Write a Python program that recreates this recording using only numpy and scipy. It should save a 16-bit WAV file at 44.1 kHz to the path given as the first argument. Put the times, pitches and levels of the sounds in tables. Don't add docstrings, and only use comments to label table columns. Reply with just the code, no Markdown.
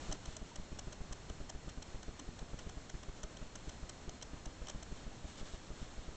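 import sys
import numpy as np
from scipy import signal
from scipy.fft import rfft, irfft
from scipy.io import wavfile

SR = 44100
rng = np.random.default_rng(int(sys.argv[2]) if len(sys.argv) > 2 else 0)


def transcribe(u):
    v = np.clip(np.atleast_2d(u).T, -1, 1)
    q = np.round(v * 32767).astype(np.int16)
    wavfile.write(sys.argv[1], SR, q)


N = 271636
TIME = np.arange(N) / SR


def gain_of(db):
    return 10 ** (np.asarray(db) / 20)


def evened(x):
    return x / np.sqrt(np.mean(x ** 2) + 1e-20)


def add(mix, start_s, sound):
    part = mix[max(round(start_s * SR), 0):][:len(sound)]
    part += sound[:len(part)]


def coloured(x, points):
    points_hz, points_db = np.transpose(points)
    hz = np.fft.rfftfreq(N, 1 / SR) + 1
    curve_db = np.interp(np.log(hz), np.log(points_hz), points_db)
    return evened(irfft(rfft(x) * gain_of(curve_db), N))


def ringing(modes, size=2048):
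    hz = abs(np.fft.fftfreq(size, 1 / SR)) + 1
    power = 0
    for mode_hz, width_hz, db in modes:
        detuning = (hz ** 2 - mode_hz ** 2) / (hz * width_hz)
        power = power + gain_of(db) ** 2 / (1 + detuning ** 2)
    log_spectrum = np.conj(signal.hilbert(np.log(power) / 2))
    return np.fft.ifft(np.exp(log_spectrum)).real


def drift(fastest_hz):
    spectrum = rfft(rng.standard_normal(N))
    slow = np.fft.rfftfreq(N, 1 / SR) < fastest_hz
    return evened(irfft(spectrum * slow, N))


def fractures(count, per_s, uneven_db):
    size = gain_of(uneven_db * np.minimum(rng.exponential(1, count), 3))
    sign = rng.choice([-1, 1], count)
    happens = rng.random(count) < per_s / SR
    return size * sign * happens


def burst(drive, ring, db):
    sound = signal.fftconvolve(drive, ring)
    energy = np.sum(sound ** 2) + 1e-20
    return gain_of(db) * sound * np.sqrt(.01 * SR / energy)


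# frequency in Hz, relative strength in dB per Hz.
HISS_COLOUR = [(15, 26.5), (35, 23.5), (70, 23.5), (130, 19), (260, 16), (480, 11.5), (720, 9.5), (1000, 7),
               (1800, 3.5), (2500, 1), (4000, 0), (5500, -1), (7400, 0), (9000, -8.5)]


def hiss(level_db=-52, waver_db=0.62):
    noise = coloured(rng.standard_normal(N), HISS_COLOUR)
    return noise * gain_of(level_db + waver_db * drift(fastest_hz=12))


def whine(pitch_hz=4290.8, waver_hz=.6, level_db=-74.5):
    pitch = pitch_hz + waver_hz * drift(fastest_hz=4.9)
    turns = np.cumsum(pitch) / SR
    return gain_of(level_db) * evened(np.sin(2 * np.pi * turns))


# start in seconds, length in ms.
THUD_TIMES = [(0.0939, 15.7), (0.2793, 9.3), (0.4165, 11.6), (.586, 13), (0.7189, 10), (.8719, 9.8),
              (1.006, 10.7), (1.1108, 12.7), (1.3012, 7.8), (1.402, 12), (1.55, 10.5), (1.6739, 8.6),
              (1.775, 10.2), (1.9458, 12), (2.0816, 11), (2.2799, 10.4), (2.4167, 10.8), (2.533, 10.4),
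              (2.6656, 8.8), (2.7714, 9), (2.9422, 10), (3.0852, 11.7), (3.2395, 9.3), (3.4149, 12.3),
              (3.6727, 8.5), (3.829, 9.7), (4.0786, 9.05), (4.3339, 9), (4.466, 11.6), (4.617, 9),
              (4.748, 12), (4.9168, 9.6), (5.0667, 12), (5.245, 8.9), (5.413, 17.6), (5.5364, 9),
              (5.7037, 11.8), (5.8169, 11.6), (5.9802, 12.2), (6.081, 9.9)]
# frequency in Hz, width in Hz, relative strength in dB.
CASE_RESONANCES = [(180, 71, 4), (416, 39, -1.5), (620, 42, 1), (1254, 69, -7), (1500, 100, -14.5)]


def thuds(push_db=-36, shake_db=-52, edge_hz=400, leak_hz=6):
    push, shake = np.zeros(N), np.zeros(N)
    case = ringing(CASE_RESONANCES)
    for start_s, ms in THUD_TIMES:
        count = round(ms * SR / 1000)
        add(push, start_s, -gain_of(push_db) * np.ones(count))
        add(shake, start_s, burst(rng.standard_normal(count), case, shake_db))
    push = signal.lfilter(*signal.butter(1, leak_hz, "highpass", fs=SR), push)
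    push = signal.lfilter(*signal.butter(2, edge_hz, fs=SR), push)
    return push + shake


# start in seconds, pitch in Hz, time to fade by 60 dB in seconds,
# level in dB (the ring is doubled on top of it).
BUMP_RINGS = [(0.515, 940, .05, -49.5), (2.190, 295, 0.1, -49.5), (2.213, 260, 0.086, -53.5)]


def bumps(soft_s=0.0028):
    out = np.zeros(N)
    t = TIME[:SR // 4]
    for start_s, hz, fade_s, db in BUMP_RINGS:
        fade = np.exp(-np.log(1000) * t / fade_s)
        soft_start = 1 - np.exp(-t / soft_s)
        add(out, start_s, 2 * gain_of(db) * np.sin(2 * np.pi * hz * t) * fade * soft_start)
    return out


# middle in seconds, length in seconds, level at the middle in dB.
SHUFFLE_TIMES = [(.09, .14, -60.5), (.3, 0.11, -56.5), (.52, .08, -60), (2.613, .1, -59.5),
                 (3.657, 0.14, -60), (4.69, 0.042, -56), (4.967, 0.069, -59), (5.42, 0.23, -54.5),
                 (5.822, 0.11, -56.5), (6.072, .2, -61)]
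# frequency in Hz, relative strength in dB per Hz.
HAY_COLOUR = [(150, -4.5), (500, 4), (1300, 3), (2400, -2), (3300, 3.5), (4300, 0), (5500, -2),
              (6500, -0.5), (7400, -0.5), (8500, -3.5)]


def bedding(per_s=4000, uneven_db=4.0, clump_db=2.1, sharpness=1.38, resting_db=-72):
    clumps = gain_of(clump_db * drift(fastest_hz=15))
    grains = fractures(N, per_s, uneven_db) * clumps
    stir = np.zeros(N)
    for middle_s, length_s, db in SHUFFLE_TIMES:
        away = abs((TIME - middle_s) / length_s * 2)
        stir += gain_of(db) * np.exp(-away ** sharpness / 2)
    return coloured(grains, HAY_COLOUR) * np.hypot(stir, gain_of(resting_db))


# middle in seconds, spread of the fractures in ms,
# level of the bright snap in dB (a tiny shared trim is added to it).
BITE_TIMES = [(0.116, 1.2, -59), (.1271, 2, -46), (0.2587, 1.7, -52), (0.3688, 1.7, -47.5),
              (0.561, 1.8, -50), (0.7928, 2.2, -45.5), (.9287, 2.4, -52.5), (1.1288, 2.1, -48.5),
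              (1.2987, 1.3, -56), (1.499, 2.5, -47), (1.6968, 3.3, -55), (1.8274, 2.2, -51),
              (2.0317, 1.6, -55.5), (2.1974, 2.7, -51.5), (2.394, 2.1, -57), (2.5932, 2, -52.5),
              (2.6954, 1.6, -55), (2.8993, 1.9, -52), (3.0340, 1.7, -56.5), (3.235, 1.8, -47.5),
              (3.3717, 1.7, -56), (3.5582, 1.6, -49), (3.6954, 2.2, -52), (3.8967, 1.9, -47.5),
              (4.0947, 1, -51), (4.2153, 0.64, -61), (4.227, 1.9, -46.5), (4.459, 1.5, -52),
              (4.6723, 0.63, -55.5), (4.6860, 1.4, -49), (4.7000, 1.7, -47.5), (4.8302, 1.9, -52)]
# frequency in Hz, width in Hz, relative strength in dB.
SNAP_RESONANCES = [(5000, 200, -10), (5620, 380, -.7), (6160, 260, 0), (6650, 400, -10), (7150, 400, -9),
                   (7560, 450, -8.5), (8100, 500, -11)]
# frequency in Hz, width in Hz, relative strength in dB.
CRUNCH_RESONANCES = [(286, 61, -1), (615, 67, 4.5), (746, 60, 2), (994, 100, -1), (1270, 320, -7),
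                     (1510, 150, -4), (1840, 180, -5), (2040, 160, -8), (3097, 240, -0.5),
                     (3400, 230, -5.5), (4030, 280, -4.5)]


def chewing(per_s=7000, uneven_db=4.5, snap_trim_db=0.07, crunch_spread=1.53, squareness=2.7,
            usual_snap_db=-51.5, usual_crunch_db=-51, crunch_follows=0.47):
    out = np.zeros(N)
    snap, crunch = ringing(SNAP_RESONANCES), ringing(CRUNCH_RESONANCES)
    ms = np.arange(-12, 12, 1000 / SR)
    for middle_s, spread_ms, snap_db in BITE_TIMES:
        start_s = middle_s - len(ms) / 2 / SR
        cracks = fractures(len(ms), per_s, uneven_db)
        swell = np.exp(-abs(ms / (2 * spread_ms)) ** squareness)
        longer_swell = swell ** (1 / crunch_spread ** 2)
        crunch_db = usual_crunch_db + crunch_follows * (snap_db - usual_snap_db)
        add(out, start_s, burst(cracks * swell, snap, snap_db + snap_trim_db))
        add(out, start_s, burst(cracks * longer_swell, crunch, crunch_db))
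    return out


def pen(x, fade_s=0.02, wet_db=-19, size=6000):
    t = np.arange(size) / SR
    tail = rng.standard_normal(size) * gain_of(-60 * t / fade_s)
    tail *= t > .002
    echo = signal.fftconvolve(x, tail / np.linalg.norm(tail))[:N]
    return x + gain_of(wet_db) * echo


def scene():
    camera = hiss() + whine() + thuds()
    rabbits = bumps() + bedding() + chewing()
    return (camera + pen(rabbits))[None]


# time in seconds, gain in dB.
OPENING_GAIN = [(.15, 4), (.165, -0.5)]


def record(dry, notch_hz=4715, notch_width_hz=110, notch_db=-7, droop_hz=7250, droop_db=-8.0, edge_hz=9030):
    hz = np.fft.rfftfreq(N, 1 / SR)
    port = gain_of(notch_db / (1 + ((hz - notch_hz) / notch_width_hz) ** 2))
    droop = gain_of(droop_db * (np.maximum(hz - droop_hz, 0) / 1000) ** 2)
    opening = gain_of(np.interp(TIME, *np.transpose(OPENING_GAIN)))
    heard = irfft(rfft(dry * opening) * port * droop, N)
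    band_limit = signal.firwin(511, edge_hz, window=("kaiser", 9), fs=SR)
    return signal.oaconvolve(heard, band_limit[None], "same")


dry = scene()
out = record(dry)
transcribe(out)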